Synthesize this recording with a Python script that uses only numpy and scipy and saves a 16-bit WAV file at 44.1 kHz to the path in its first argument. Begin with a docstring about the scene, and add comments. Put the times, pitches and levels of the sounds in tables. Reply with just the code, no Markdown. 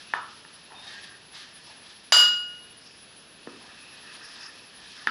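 """A small hard kitchen: a steel scoop drags through frozen ice cream in a plastic tub.
Rough noise shakes resonances of tub and scoop; short pushes knock the tub, and decaying sines ring a glass bowl.
Air hums as coloured noise, and a thin high trill of throbbing sines steps down in threes somewhere far off.
A phone listens with one microphone and holds the loud clink down; its two channels differ only faintly."""
import sys
import numpy as np
from scipy import signal
from scipy.fft import rfft, irfft, next_fast_len
from scipy.io import wavfile
from scipy.ndimage import uniform_filter1d, minimum_filter1d, map_coordinates

SR = 44100
rng = np.random.default_rng(int(sys.argv[2]) if len(sys.argv) > 2 else 0)


def inscribe(sig):
    """Save sig as 16-bit PCM at rate SR to the path in sys.argv[1].

    A 1-D sig is mono; a 2-D sig holds one channel per row.
    Samples are clipped to [-1, 1] before scaling.
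    """
    pcm = np.round(np.clip(np.atleast_2d(sig).T, -1, 1) * 32767)
    wavfile.write(sys.argv[1], SR, pcm.astype(np.int16))


def makeup_ratio(level_db):
    """Linear amplitude ratio for a level in decibels (20 dB per factor of ten)."""
    decades = np.asarray(level_db, float) / 20
    return 10 ** decades


N = 225306
T = np.arange(N) / SR

# resonances of the tub floor: (frequency [Hz], width [Hz], level [dB])
TUB_FLOOR = [(150, 37, -9), (234, 42, 1.5), (425, 200, -2)]
TUB_FADE_S = 0.85  # t60 of the tub's swells after their hold


def unit(x):
    """Scales a sound to an rms of one."""
    return x / np.sqrt(np.mean(x ** 2) + 1e-20)


def along(points, hz):
    """Reads (frequency [Hz], value) points on a log frequency axis."""
    f, v = np.transpose(points)
    return np.interp(np.log(hz + 1), np.log(f + 1), v)


def wobble(rate):
    """A smooth random curve with rate knots a second."""
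    knots = rng.standard_normal(int(N * rate / SR) + 4)
    return map_coordinates(knots, [T * rate])


def filtered(x, response):
    """Multiplies the spectrum of x by a complex response of frequency."""
    m = next_fast_len(x.shape[-1] + SR // 2)
    spectrum = rfft(x, m) * response(np.fft.rfftfreq(m, 1 / SR))
    return irfft(spectrum, m)[..., :x.shape[-1]]


def modes(table):
    """Causal response of (frequency [Hz], width [Hz], level [dB]) resonances, in alternating polarity."""
    def response(f):
        total = 0
        for k, (centre, width, db) in enumerate(table):
            resonance = 1j * f * width / (centre * centre - f * f + 1j * f * width)
            total = total + (-1) ** k * makeup_ratio(db) * resonance
        return total
    return response


def colour(table):
    """Response of a (frequency [Hz], level [dB]) spectrum."""
    return lambda f: makeup_ratio(along(table, f))


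def grit(rough_db):
    """Noise whose strength jumps from crystal to crystal."""
    fine = rough_db * wobble(90)
    coarse = 1.8 * rough_db * wobble(14)
    return rng.standard_normal(N) * makeup_ratio(fine + coarse)


def swells(rows, fade_s):
    """Gain of (start [s], hold [s], level [dB]) events that rise, hold and die away."""
    rise_s = 0.01
    power = 0
    for s, hold, db in rows:
        t = T - s
        rise = np.clip(t / rise_s, 0, 1)
        fade_db = -60 * np.clip(t - rise_s - hold, 0, None) / fade_s
        power = power + (rise * makeup_ratio(db + fade_db)) ** 2
    return np.sqrt(power)


def room(x):
    """The kitchen's answer: a fresh noise tail in which each frequency dies at its own speed."""
    # how long the kitchen rings: (frequency [Hz], t60 [s])
    ring_times = [(200, 0.72), (800, 0.4), (1330, 0.51), (1900, 0.44), (5000, 0.49), (12000, 0.18)]
    hz, t, z = signal.stft(rng.standard_normal(SR // 2 + SR // 4), SR, nperseg=256)
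    dying = makeup_ratio(-60 * t / along(ring_times, hz)[:, None])
    tail = signal.istft(z * dying, SR, nperseg=256)[1]
    delayed = np.pad(x, (220, 0))  # 5 ms before the first reflection
    return signal.fftconvolve(delayed, tail / np.linalg.norm(tail))[:len(x)]


def air():
    """Air hums as coloured noise whose level drifts slowly."""
    # spectrum of the hum: (frequency [Hz], level [dB per Hz])
    hum_colour = [(24, -42), (40, 2), (49, -4), (202, 1), (724, -6), (888, -6.5), (1400, -6.5), (1720, -3),
                  (2110, -10), (2590, -3), (4910, -6.5), (7930, -24.5), (9300, -37), (12100, -97),
                  (20500, -120)]
    level_db = -52.5 + 0.81 * wobble(6.0)
    return makeup_ratio(level_db) * unit(filtered(rng.standard_normal(N), colour(hum_colour)))


def trill():
    """Each note sags a little, flutters over the distance, and sits in a hiss of its own band."""
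    # three notes of a round: (first start [s], first pitch [Hz], rise per round [Hz], level before flutter [dB])
    triplet = [(-.065, 10512, 8.5, -59.5), (.12, 10322, 20, -59.7), (.34, 10128, 27, -58.2)]
    rounds, round_s, sag_hz_per_s = 8, 0.654, 170
    buzz_hz = 282  # the throb's rate, which adds lines beside each note
    song, blur = np.zeros(N), 0.63 * wobble(30)  # blur: radians of phase wander
    notes = [(s + k * round_s, hz + k * climb_hz, db)
             for k in range(rounds) for s, hz, climb_hz, db in triplet]
    ends = [note[0] for note in notes[1:]] + [triplet[0][0] + rounds * round_s]
    for (s, hz, db), end in zip(notes, ends):
        t = np.clip(T - s, 0, None)
        linger = makeup_ratio(-60 * np.clip(T - end, 0, 1) / 0.21)  # notes fade on after the next begins
        gate = np.clip(t / 0.02, 0, 1) * linger
        phase = 2 * np.pi * (hz * t - sag_hz_per_s / 2 * t ** 2) + blur
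        throb = 2 * np.pi * buzz_hz * t
        beside = makeup_ratio(-10) * np.sin(phase + throb) + makeup_ratio(-22) * np.sin(phase - throb)
        song += makeup_ratio(db) * gate * (np.sin(phase) + beside)
    band_colour = [(9000, -27), (9700, -19), (10100, 6.0), (10700, 4.0), (10950, -18), (11200, -54)]
    band = unit(filtered(rng.standard_normal(N), colour(band_colour)))
    flutter = makeup_ratio(-1.5 + 5.3 * wobble(40))
    return flutter * song + makeup_ratio(-9.0) * room(song) + makeup_ratio(-69 + 0.52 * wobble(3.7)) * band


def glass():
    """Each bounce on the bowl adds to its ringing, taps the scoop's handle and cracks into the room."""
    # scoop on glass, and its bounces:
    # (time [s], ring level [dB], crack level [dB], room wash level [dB], handle level [dB])
    clinks = [(2.122, -6, 12, 24.5, 23.5), (2.164, -6, -4, 14.5, 16.5), (2.2, -26, -13, 6, 5)]
    # the bowl's modes, many in close pairs: (frequency [Hz])
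    bowl_hz = [1446, 2881, 2910, 2941, 3068, 3106, 4696, 4821, 4855, 4878, 4955, 5495, 7034, 7181, 7206,
               8880, 9913, 10700, 11880, 13043]
    # how each mode rings: (level [dB], t60 [s])
    bowl_rings = [(-16, 0.71), (-5.5, 0.69), (-15.5, 0.35), (-31, .25), (-21, 0.27), (-34, 0.2), (-36, .25),
                  (-3, 0.43), (-14, 0.51), (-17.5, 0.48), (-14.5, 0.43), (-30, 0.16), (-24, 0.23),
                  (-14.5, 0.49), (-20, 0.4), (-41.5, 0.44), (-20, 0.27), (-36, .25), (-36, 0.34),
                  (-32, 0.37)]
    # resonances of the hand-damped scoop: (frequency [Hz], width [Hz], level [dB])
    handle = [(650, 104, -1.5), (970, 210, -3), (1790, 150, 2.5), (3740, 400, -1.5), (5600, 370, 3.5)]
    # spectrum of steel on glass: (frequency [Hz], level [dB per Hz])
    crack_colour = [(150, -53), (300, -20), (500, -14.5), (700, -12), (1300, -1), (1830, -4.5),
                    (2360, -10.5), (3600, -2), (4800, -4), (5600, -8), (7400, -7.5), (8400, -28),
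                    (10200, -12.5), (11500, -62)]
    contact_hz = 6000  # the tap is too soft to carry more treble
    ring, crack, blows, taps = np.zeros((4, N))
    for s, ring_db, crack_db, wash_db, handle_db in clinks:
        t = np.clip(T - s, 0, None)
        rise = 1 - np.exp(-t / 0.0023)
        for hz, (db, t60) in zip(bowl_hz, bowl_rings):
            ring += makeup_ratio(ring_db) * rise * makeup_ratio(db - 60 * t / t60) * np.sin(2 * np.pi * hz * t)
        crack += makeup_ratio(crack_db - 60 * t / 0.014) * rise * rng.standard_normal(N)
        blows[round(s * SR)] = makeup_ratio(wash_db)
        taps[round(s * SR)] = makeup_ratio(handle_db)
    echo = makeup_ratio(-24) * room(ring)
    clank = filtered(taps, lambda f: modes(handle)(f) / (1 + 1j * f / contact_hz) ** 3)
    thin_crack = filtered(crack, lambda f: 1j * f / (500 + 1j * f))
    burst = filtered(thin_crack + room(blows), colour(crack_colour))
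    return ring + echo + clank + burst * (T >= clinks[0][0])


def knocks():
    """Each short push rings floor, wall and rim of the tub, and the room answers anew."""
    # blows on the tub: (time [s], blow level [dB], contact [ms], floor thud level [dB], wall level [dB])
    blows = [(.137, 21, 0.29, -27, 1), (0.4496, -6, 0.22, -23, 0), (0.72, -4.5, 0.37, -5, 0.5),
             (3.4727, 2.5, 0.5, 7.5, -6), (5.072, 23, .2, -16.5, -7)]
    # resonances of the tub wall: (frequency [Hz], width [Hz], level [dB])
    wall = [(924, 158, -2.5)]
    # resonances of the tub rim: (frequency [Hz], width [Hz], level [dB])
    rim = [(1330, 160, -3.5), (1764, 148, 4.5), (2580, 55, -12), (2850, 150, -13), (3645, 71, -8),
           (4400, 1600, -17.5), (6600, 900, -20.5)]
    # what the corner behind the tub favours: (frequency [Hz], width [Hz], level [dB])
    corner = [(1332, 294, 2.5), (257, 350, -4.5), (3680, 2230, -0.5)]
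    out, t = np.zeros(N + SR), np.arange(SR) / SR
    for s, db, ms, thud_db, wall_db in blows:
        push = np.sin(np.pi * np.clip(t * 1000 / ms, 0, 1))

        def body(f):
            return makeup_ratio(thud_db) * modes(TUB_FLOOR)(f) + makeup_ratio(wall_db) * modes(wall)(f) - modes(rim)(f)

        ring = filtered(push / push.sum(), body) * makeup_ratio(db)
        answer = filtered(room(ring), lambda f: abs(modes(corner)(f)))
        out[round(s * SR):][:SR] += ring + makeup_ratio(-0.5) * answer
    return out[:N]


def squeak():
    """The steel squeaks thinly and flares twice: a sine of wavering, climbing pitch."""
    # the squeak and its flares: (start [s], hold [s], level before flicker [dB])
    flares = [(.745, .14, -50), (.772, .015, -46), (.868, .015, -51)]
    climb_hz = 350 * np.clip(T - flares[0][0], 0, 1)  # 350 Hz per second
    hz = 3665 + climb_hz + 30 * wobble(41)
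    flicker = makeup_ratio(3.1 * wobble(71.6))
    return swells(flares, fade_s=0.08) * flicker * np.sin(2 * np.pi * np.cumsum(hz) / SR)


def rubbed(rough_db, response):
    """Gritty friction noise shakes a body, here at an rms of one."""
    return unit(filtered(grit(rough_db), response))


def twice(table):
    """Response of resonances passed through twice, for steeper skirts."""
    return lambda f: modes(table)(f) ** 2


def answering(press, answer_db, rows, fade_s):
    """A body's level: answer_db relative to the hiss, joined in power by its own swells."""
    return np.hypot(makeup_ratio(answer_db) * press, swells(rows, fade_s))


def floor_rumble():
    """The tub floor rumbles under rough noise."""
    # rumbles: (start [s], hold [s], level [dB])
    rumbles = [(4.1, .16, -60), (4.33, 0.095, -59.5)]
    return swells(rumbles, TUB_FADE_S) * rubbed(2.5, modes(TUB_FLOOR))


def swish():
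    """The full scoop slides up the wall, and its loaded cup resonates."""
    # the slide: (start [s], hold [s], level [dB])
    slides = [(.875, 0.2, -50)]
    # resonances of the cup when full: (frequency [Hz], width [Hz], level [dB])
    full_cup = [(1606, 75, 1.5), (1860, 150, 0)]
    return swells(slides, fade_s=0.58) * rubbed(0.2, twice(full_cup))


def wall_boom(press):
    """The tub walls boom under rubbing."""
    # resonances of the rubbed walls: (frequency [Hz], width [Hz], level [dB])
    walls = [(782, 520, 1), (1092, 320, 2)]
    # moments when the walls ring up above the hiss: (start [s], hold [s], level [dB])
    surges = [(0.701, 0.093, -54), (.82, 0.034, -54), (1.663, .03, -60), (3.592, 0.027, -58.5),
              (4.19, 0.1, -64)]
    return answering(press, -12.5, surges, TUB_FADE_S) * rubbed(1.5, twice(walls))


def hollow_cup(press):
    """The scoop's cup colours the scrape with its hollow resonances."""
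    # resonances of the cup: (frequency [Hz], width [Hz], level [dB])
    hollow = [(1787, 325, 0.5), (1180, 206, -2.5)]
    # moments when the cup rings up above the hiss: (start [s], hold [s], level [dB])
    surges = [(1.34, 0.04, -61), (3.64, .02, -67), (3.76, .05, -58), (4.06, .03, -58), (4.2, 0.044, -48.5),
              (4.42, 0.077, -52.5)]
    return answering(press, -5, surges, fade_s=0.68) * rubbed(1.3, twice(hollow))


def scoop_edge(press):
    """The scoop's edge resonates as it cuts."""
    # resonance of the edge: (frequency [Hz], width [Hz], level [dB])
    blade = [(2606, 330, 0)]
    # moments when the edge rings up above the hiss: (start [s], hold [s], level [dB])
    surges = [(2.84, .03, -61), (3.77, 0.1, -53.5), (4.06, .04, -60), (4.2, 0.069, -54), (4.4, .06, -57)]
    return answering(press, -8.5, surges, fade_s=1) * rubbed(-1.8, twice(blade))


def crystal_rasp(press):
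    """Fine crystals rasp in a high band whose top is rolled off."""
    # where fine crystals ring: (frequency [Hz], width [Hz], level [dB])
    crystals = [(5120, 950, 0)]
    # moments when the crystals ring up above the hiss: (start [s], hold [s], level [dB])
    surges = [(.83, 0.087, -60), (2.8, 0.17, -58), (3.19, 0.023, -62), (4.22, 0.048, -50),
              (4.4, .08, -54.5)]
    noise = rubbed(1.8, lambda f: modes(crystals)(f) ** 2 / (1 + (f / 9000) ** 12))
    return answering(press, -6.5, surges, fade_s=0.54) * noise


def frost_hiss(press):
    """Breaking frost hisses as gritty coloured noise that follows the pressure."""
    # spectrum of breaking frost: (frequency [Hz], level [dB per Hz])
    frost = [(1180, -27), (2000, -9), (2160, -5), (2570, -8), (3240, 0.5), (4860, -2.5), (7280, -19),
             (9300, -22), (12100, -37.5), (20500, -120)]
    return press * rubbed(1.47, colour(frost))


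def pressure():
    """How hard the scoop presses into the frost, as the gain of the hiss."""
    # pressure over time: (time [s], hiss level [dB])
    strokes = [(0, -49.5), (.09, -52.5), (.45, -59), (.66, -56.5), (.75, -56), (.83, -52.5), (.845, -48),
               (.95, -46.5), (1.07, -51.5), (1.2, -64), (1.31, -60.5), (1.35, -47.5), (1.5, -54.5),
               (1.65, -55.5), (1.71, -52.5), (2.0, -57), (2.1, -60), (2.72, -60.5), (2.9, -61.5),
               (3.15, -88), (3.42, -63), (3.5, -55), (4.0, -53.5), (4.09, -49.5), (4.35, -49.5),
               (4.45, -47), (4.6, -56), (4.79, -54.5), (4.86, -51), (5.03, -49)]
    s, db = np.transpose(strokes)
    return makeup_ratio(np.interp(T, s, db))


def rubbing():
    """Breaking frost shakes the tub and the scoop, and hisses; the steel squeaks."""
    press = pressure()
    tub = floor_rumble() + wall_boom(press)
    scoop = swish() + hollow_cup(press) + scoop_edge(press) + squeak()
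    return tub + scoop + frost_hiss(press) + crystal_rasp(press)


def scene():
    """Sums all sources into two equal channels."""
    return np.tile(air() + trill() + glass() + knocks() + rubbing(), (2, 1))


def roll_off(x):
    """The treble ends steeply here."""
    return signal.sosfilt(signal.butter(12, 15420, fs=SR, output="sos"), x)


def record(dry):
    """A limiter holds peaks under its ceiling, the bass is cut, and the channels differ faintly."""
    # spectrum of the hiss that differs between channels: (frequency [Hz], level [dB per Hz])
    apart = [(24, -30), (40, -6), (246, -2.5), (727, -5), (899, -5.5), (2990, -7.5), (5390, -9),
             (9060, -15), (10400, -10.5), (11200, -18), (14600, -47), (22000, -120)]
    need = np.minimum(1, makeup_ratio(-4.5) / (np.abs(dry[0]) + 1e-9))
    # look ahead and hold, then smooth (window sizes in samples)
    gain = uniform_filter1d(minimum_filter1d(need, size=1100), size=900)
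    held = filtered(dry * gain, lambda f: (1j * f / (50 + 1j * f)) ** 2)
    hiss = makeup_ratio(-70) * unit(filtered(rng.standard_normal(N), colour(apart)))
    side = hiss + makeup_ratio(-47) * room(held[0])
    mix = held + [side, -side]
    return roll_off(mix)


dry = scene()
out = record(dry)
inscribe(out)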